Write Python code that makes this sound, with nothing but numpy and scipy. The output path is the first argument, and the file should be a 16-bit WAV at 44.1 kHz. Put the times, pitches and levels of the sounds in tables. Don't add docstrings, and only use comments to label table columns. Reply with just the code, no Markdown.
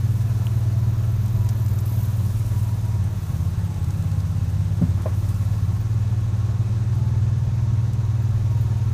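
import sys
import numpy as np
from scipy import signal
from scipy.io import wavfile
from scipy.ndimage import uniform_filter1d

SR = 44100
rng = np.random.default_rng(int(sys.argv[2]) if len(sys.argv) > 2 else 0)


def unload_audio(sound):
    columns = np.transpose(np.atleast_2d(sound))
    steps = np.round(np.clip(columns, -1, 1) * 32767)
    wavfile.write(sys.argv[1], SR, steps.astype(np.int16))


def natural_amplitude(level_db):
    exponent = np.asarray(level_db, float) / 20
    return 10 ** exponent


N = 393813
T = np.arange(N) / SR


def evened(x):
    return x / np.sqrt(np.mean(x ** 2) + 1e-20)


def curves(rows, t=T):
    s, *columns = np.transpose(rows)
    return [np.interp(t, s, c) for c in columns]


def read(points, hz):
    f, value = np.transpose(points)
    return np.interp(np.log(hz + 1), np.log(f + 1), value)


def add(mix, s, sound):
    part = mix[round(s * SR):][:len(sound)]
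    part += sound[:len(part)]


def resonate(x, hz, width_hz):
    r = np.exp(-np.pi * width_hz / SR)
    if np.ndim(hz) == 0:
        return 2 * signal.lfilter([1 - r], [1, -r * np.exp(2j * np.pi * hz / SR)], x).real
    turn = np.exp(2j * np.pi * np.cumsum(hz) / SR)
    return 2 * (turn * signal.lfilter([1 - r], [1, -r], x / turn)).real


def resonate_twice(x, hz, width_hz):
    return resonate(resonate(x, hz, width_hz), hz, width_hz)


def wander(rate_hz, count=1):
    steps = uniform_filter1d(rng.standard_normal((count, 2000)), max(int(110 / rate_hz), 1), axis=1)
    return [np.interp(T, np.linspace(0, T[-1], 2000), evened(s)) for s in steps]


def shaped_noise(spectrum, patchy_db, flicker_db, field_db=0):
    frames, hz = N // 256 + 5, np.fft.rfftfreq(1024, 1 / SR)
    a, b, patches = rng.standard_normal((frames, 513, 3)).T
    patches = uniform_filter1d(patches, size=14, axis=0)
    patches = evened(uniform_filter1d(patches, size=10, axis=1))
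    flicker = evened(uniform_filter1d(rng.standard_normal(frames), size=4))
    level_db = read(spectrum, hz)[:, None] + patchy_db * patches + flicker_db * flicker + field_db
    z = (a + 1j * b) * natural_amplitude(level_db)
    return evened(signal.istft(z, nperseg=1024, noverlap=768)[1][512:N + 512])


# start_s, rate [firings per second]
ENGINE_SPEED = [(0.0, 19.227), (1.61, 19.08), (2.28, 18.789), (3.15, 18.068), (3.32, 16.192),
                (3.63, 17.321), (3.78, 16.51), (4.35, 16.617), (4.5, 17.038), (4.83, 16.748), (5.1, 17.918),
                (5.69, 17.665), (5.94, 18.938), (6.09, 18.568), (6.76, 18.822), (7.03, 19.787),
                (8.26, 19.347), (8.93, 19.357)]


def pace():
    return curves(ENGINE_SPEED)[0]


def crank():
    return np.cumsum(pace()) / SR


# order, free_running_db, lugging_db
ORDER_LEVELS = [(1, -59, -65.5), (2, -49, -55), (3, -53.5, -51), (4, -35, -42), (5, -22.5, -24.5),
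                (6, -24, -26), (7, -36, -40), (8, -45, -31), (9, -43.5, -29.5), (10, -44.5, -34),
                (11, -48, -47.5), (12, -63, -43.5), (13, -66.5, -60.5), (14, -63.5, -50), (15, -57, -68.5),
                (16, -61, -71), (17, -59, -66.5), (18, -68.5, -58), (19, -55.5, -60.5)]
PACE, LOAD = (16.13, 19.41, 19.6), (1, -0.086, 0.038)
# order, lugging_db, cruising_db, pulling_away_db, sway_db
LOUD_ORDERS = [(4, -40.5, -35, -32, 1.7), (5, -28, -24.5, -25.5, -1.3), (6, -25.5, -22.5, -23, 0.14),
               (7, -41.5, -38.5, -34, 3.5), (8, -30.5, -49, -48, 2.1), (9, -31.5, -47.5, -42.5, 1.5),
               (11, -53, -48, -46, 3)]
# middle_s, half_length_s, loss_db
WEAK_FIRINGS = [
    (2.44, 0.045, -1.5),
    (3.24, 0.15, -6),
    (3.75, .07, -2.5),
    (6.066, .05, -0.5),
]
FIRING_TURNS, START_TURNS = -.05, .48
PIPE_NULL, NULL_TURNS = 9.35, .086
ROCK_TURNS, MUFFLER_TURNS = -1 / 3, .18
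CHOP, GAP_TURNS, LUG_LAG_TURNS = .6, .56, .045


def order_lags():
    order, free_db, lugged_db = np.transpose(ORDER_LEVELS)
    log_gain = np.interp(np.arange(33), order, (free_db + lugged_db) / 2) * np.log(10) / 20
    lag = -signal.hilbert(np.r_[log_gain, log_gain[-2:0:-1]]).imag / (2 * np.pi)
    lag += NULL_TURNS / (np.arange(64) - PIPE_NULL)
    lag += np.arange(64) * (FIRING_TURNS - lag[6] + lag[5])
    lag += START_TURNS + 5 * FIRING_TURNS - lag[5]
    lag[4] += ROCK_TURNS
    lag[7:11] -= MUFFLER_TURNS * np.minimum(np.arange(1, 5) / 3, 1)
    return lag


def exhaust():
    lag = order_lags()
    load = np.interp(pace(), PACE, LOAD)
    loss_db = sum(db * np.exp(-((T - s) / half_s) ** 4) for s, half_s, db in WEAK_FIRINGS)
    turns, out = crank(), np.zeros(N)
    loud = {}
    for k, *dbs, sway_db in LOUD_ORDERS:
        loss_share = 1 if k < 8 else .6
        loud[k] = (np.interp(pace(), PACE, dbs) + loss_share * loss_db, sway_db)
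    sways, slips = wander(4.2, count=19), wander(6, count=19)
    for (k, free, lugged), sway, slip in zip(ORDER_LEVELS, sways, slips):
        level_db, sway_db = loud.get(k, (free + (lugged - free) * load + 0.4 * loss_db, 2.5))
        level_db = level_db + sway_db * sway
        slip_turns = (.008 if k in (5, 6) else .03) * slip
        phase = k * turns + lag[k] - (k == 5) * LUG_LAG_TURNS * load + slip_turns
        out += natural_amplitude(level_db) * np.cos(2 * np.pi * phase)
    charge = rng.standard_normal(200)[(turns + .45).astype(int)]
    uneven_db = (.7 + .5 * np.clip(load, 0, 1)) * uniform_filter1d(charge, size=500)
    chop_db = CHOP * (loss_db - 2 * load) * np.cos(2 * np.pi * (turns - GAP_TURNS))
    return np.sqrt(2) * out * natural_amplitude(uneven_db + chop_db)


# frequency_hz, density [dB per Hz]
ROAR_SPECTRUM = [(12, -26), (28, -6.5), (52, 0.5), (85, -2.5), (200, -10.5), (260, -19), (400, -22),
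                 (900, -25.5), (1200, -28), (2000, -34.5), (3500, -39), (6500, -39), (8800, -47.5),
                 (15500, -67)]
# frequency_hz, width_hz, level_db
BODY_PANELS = [(125, 16, -41), (335, 60, -56), (1090, 40, -59), (1340, 90, -64), (1710, 90, -66),
               (2600, 140, -69), (3750, 900, -63), (6200, 1100, -63)]
# frequency_hz, gain [dB per firing a second], share of the grass level [ratio]
ROAR_TRACKING = [
    (40, -0.1, .01),
    (700, 0.27, .02),
    (5000, 0.12, 0.14),
]
ROAR_DB = -33.5


def roar():
    frame_t, hz = np.arange(N // 256 + 5) * 256 / SR, np.fft.rfftfreq(1024, 1 / SR)
    octave = np.log2(hz[:, None] + 1)
    tracks = curves(ENGINE_SPEED, frame_t) + curves(GRASS_LEVEL, frame_t)
    speed, thick = (c - np.median(c) for c in tracks)
    field_db = sum((gain_db * speed + share * thick) * np.exp(-((octave - np.log2(f)) / 1.1) ** 2)
                   for f, gain_db, share in ROAR_TRACKING)
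    wide = natural_amplitude(ROAR_DB) * shaped_noise(ROAR_SPECTRUM, patchy_db=0.84, flicker_db=0.38, field_db=field_db)
    wide = signal.sosfilt(signal.butter(4, 30, "high", fs=SR, output="sos"), wide)
    white = rng.standard_normal(N)
    rings = np.zeros(N)
    for (f, width, db), sway in zip(BODY_PANELS, wander(1.5, count=8)):
        sway_db = 2.3 * sway * (width < 500)
        rings += natural_amplitude(db + sway_db) * evened(resonate_twice(white, f, width))
    return (wide + rings) * natural_amplitude(.55 * np.cos(2 * np.pi * (crank() - .1)))


# start_s, pitch_hz, level_db
GEAR_MESH = [(0, 1000, -60), (1.2, 982, -54.5), (1.6, 970, -55), (2.3, 978, -57.5), (2.7, 963, -51.5),
             (3.2, 939, -55), (3.35, 917, -75), (3.6, 898, -55), (3.8, 835, -53), (4.2, 814, -56.5),
             (4.7, 787, -61), (6.0, 790, -65), (6.7, 823, -61), (7.1, 882.5, -51), (7.5, 923, -53),
             (8, 951, -55.5), (8.5, 942, -53), (8.93, 924, -53)]
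# start_s, length_s, first_hz, last_hz, top_db
BELT_HUMS = [
    (.1, 1.8, 38, 40, -41),
    (1.9, 1.7, 44, 55, -38),
    (0, 1.9, 18, 20, -46),
    (1.9, 1.4, 24, 36, -43),
    (3.85, .7, 1105, 1030, -57),
    (5.0, .9, 41, 43, -41),
    (5.9, 1.1, 30, 26, -45),
    (6.8, 1.5, 53, 50, -41),
]
SECOND_GEAR, SECOND_DB, SECOND_FADE_DB_PER_S = .672, 1.2, -2.0
WAVER, BREAKUP_DB = .0035, 1.6


def whine():
    out = np.zeros(N)
    mesh_hz, mesh_db = curves(GEAR_MESH)
    wobble, grip = wander(7, count=2)
    mesh_hz = mesh_hz * (1 + WAVER * wobble)
    mesh_db = mesh_db - 1.5 + BREAKUP_DB * grip
    second_db = mesh_db + SECOND_DB + SECOND_FADE_DB_PER_S * T
    lines = [(0, mesh_hz, mesh_db), (0, SECOND_GEAR * mesh_hz, second_db)]
    for s, length, first_hz, last_hz, db in BELT_HUMS:
        u = np.arange(0, 1, 1 / (length * SR))
        lines.append((s, first_hz + (last_hz - first_hz) * u, db - 9 * (2 * u - 1) ** 2))
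    for s, hz, level_db in lines:
        fuzzy = evened(resonate(rng.standard_normal(len(hz)), hz, .009 * hz[0] + 1.5))
        clean = np.sqrt(2) * np.sin(2 * np.pi * np.cumsum(hz) / SR)
        edges = signal.windows.tukey(len(hz), .03)
        add(out, s, natural_amplitude(level_db) * (0.68 * clean + 0.69 * fuzzy) * edges)
    return out


# start_s, level_db, rise_s, rebound_delay_s, rebound_db
STONE_BLOWS = [
    (4.814, -3.3, .006, .02, -24),
    (4.9725, -17, .006, .008, -12),
    (5.0578, -15.5, .002, .011, -12),
]
# frequency_hz, level_db, t60_s
CHASSIS_MODES = [
    [(135, -14, .12), (172, 0, .13), (246, -11, .14), (410, -21, .07), (580, -20, .07), (700, -24, .06),
     (1000, -38, .06)],
    [(185, 0, .08), (300, -14, .06), (900, -40, .05), (1550, -36, .05)],
    [(370, -13, .06), (530, -2, .045), (610, 0, .05), (800, -14, .03), (1040, -11, .05), (1290, -24, .03),
     (1650, -22, .035), (2490, -24, .03)],
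]


def knocks():
    out, t = np.zeros(N), T[:9000]
    for (s, db, rise, delay, rebound_db), modes in zip(STONE_BLOWS, CHASSIS_MODES):
        ring = -sum(natural_amplitude(m_db - 60 * t / t60) * np.sin(2 * np.pi * hz * t) for hz, m_db, t60 in modes)
        rattle = evened(resonate_twice(rng.standard_normal(len(t)), 900, 1200))
        rattle = rattle * natural_amplitude(-41 - db - 60 * t / .25)
        blow = (ring + rattle) * (1 - np.exp(-t / rise))
        add(out, s, natural_amplitude(db) * blow)
        add(out, s + delay, natural_amplitude(db + rebound_db) * blow)
    return out


# start_s, level_db
GRASS_LEVEL = [(0.0, -58.5), (0.42, -57.5), (0.92, -63), (1.74, -60.5), (2.0, -55), (2.59, -54.5),
               (2.98, -62), (3.21, -60), (3.36, -56.5), (3.58, -61), (4.18, -61), (4.8, -62.5), (5.02, -62),
               (5.27, -56), (5.69, -61.5), (5.97, -65.5), (7.36, -68.5), (8.93, -64)]
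# frequency_hz, density [dB per Hz]
STALK_SPECTRUM = [(1500, -30), (4000, -10), (7000, -3.5), (10000, -2.5), (15500, -2.5)]
# start_s, peak_db, centre_hz, decay_s
STALK_SNAPS = [(1.2605, -34, 7000, .012), (1.2815, -33, 7000, .012), (1.365, -37, 6500, .01),
               (1.448, -36, 8000, .008), (1.4891, -29, 6160, 0.024), (1.6623, -30, 7000, 0.0074),
               (1.6826, -31, 7000, .02), (1.7883, -31, 6500, .02), (1.858, -30.5, 12600, .03),
               (3.04, -38, 9000, .015), (3.743, -34, 6400, .012), (3.844, -33, 6000, 0.013),
               (3.906, -33, 6400, .015), (4.024, -35, 6500, .012), (4.116, -36, 7000, .012),
               (4.204, -38, 6000, 0.011), (5.021, -36, 8000, 0.014), (5.288, -35, 8500, 0.049),
               (5.345, -35, 8000, .02), (6.95, -39, 10550, .04), (7.058, -48, 12500, .02),
               (7.933, -37, 7500, .02), (8.609, -42, 13500, .05), (8.618, -46, 14500, .04)]
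# start_s, peak_db, centre_hz, decay_s; then its width as a share of the centre
PING, PING_SPREAD = (.4686, -26.8, 2950, .003), .17
SNAP_SPREAD, NARROW_HZ = .75, 16500


def grass():
    size = natural_amplitude(2.0 * np.minimum(rng.exponential(1, N), 4)) * (rng.random(N) < 900 / SR)
    crackle = signal.oaconvolve(size, np.exp(-T[:400] / 0.0021))[:N]
    hiss = shaped_noise(STALK_SPECTRUM, patchy_db=0.5, flicker_db=1.24)
    out = natural_amplitude(curves(GRASS_LEVEL)[0] + 6.5) * evened(hiss * (1 + 0.34 * evened(crackle)))
    grit, t = rng.standard_normal((len(STALK_SNAPS) + 1, 2500)), T[:2500]
    for (s, db, hz, t60), noise in zip([PING] + STALK_SNAPS, grit):
        spread = PING_SPREAD if s == PING[0] else min(SNAP_SPREAD, 1.2 * (NARROW_HZ / hz - 1))
        crack = 3.5 * (t == 0) + noise * natural_amplitude(-60 * t / (2 * t60))
        snap = resonate(resonate(crack, hz, spread * hz), hz, 2 * spread * hz)
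        snap = snap + .05 * np.diff(crack, prepend=0)
        add(out, s, natural_amplitude(db) * snap / abs(snap).max())
    return out


# start_s, end_s, first_db, last_db
BUZZ_BOUTS = [
    (-.1, .62, -61, -55),
    (.75, 1.83, -57, -47.5),
    (1.852, 2.066, -46, -44.5),
    (2.07, 2.8, -54, -71.5),
    (3.086, 4.1, -57, -66),
]
# start_s, level_db
TRILL_LEVEL = [(2.4, -68), (4.3, -68), (5.1, -71), (7.6, -72)]
# start_s, level_db, pitch_hz
CHIRP_CALLS = [
    (5.81, -51, 14700),
    (6.988, -56.5, 14600),
    (8.23, -54, 14600),
]
BUZZ_HZ, BUZZ_PER_S, BOUT_EDGE_S = 13500, 43.6, .012


def insects():
    white, out = rng.standard_normal(N), np.zeros(N)
    strokes = np.cumsum(BUZZ_PER_S * (1 + .01 * wander(8)[0])) / SR
    buzz = evened(resonate_twice(white, BUZZ_HZ, 3600) * natural_amplitude(5.2 * np.cos(2 * np.pi * strokes)))
    for s, end, first_db, last_db in BUZZ_BOUTS:
        edges = np.clip(np.minimum(T - s, end - T) / BOUT_EDGE_S, 0, 1)
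        out += natural_amplitude(np.interp(T, (s, end), (first_db, last_db)) - 3.5) * edges * buzz
    trill = evened(resonate_twice(white, 8140, 300))
    trill_db = curves(TRILL_LEVEL)[0] + 2.5 + 2.0 * wander(1.6)[0]
    out += natural_amplitude(trill_db) * trill * np.clip(np.minimum(T - 2.4, 7.6 - T) / 0.46, 0, 1)
    t = T[:1600] - .018
    for s, db, hz in CHIRP_CALLS:
        envelope = np.exp(-(t / .011) ** 2) * (1 + .4 * np.cos(2 * np.pi * 90 * t))
        add(out, s - .018, natural_amplitude(db) * envelope * np.sin(2 * np.pi * hz * t))
    return out


def scene():
    return (exhaust() + roar() + whine() + grass() + insects() + knocks())[None]


def roll_off(x):
    return signal.sosfilt(signal.butter(12, 15430, fs=SR, output="sos"), x)


def record(dry):
    edge = signal.firwin(1023, 15420, window=("kaiser", 7), fs=SR)
    mix = signal.oaconvolve(dry, edge[None], "same")
    return roll_off(mix)


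dry = scene()
out = record(dry)
unload_audio(out)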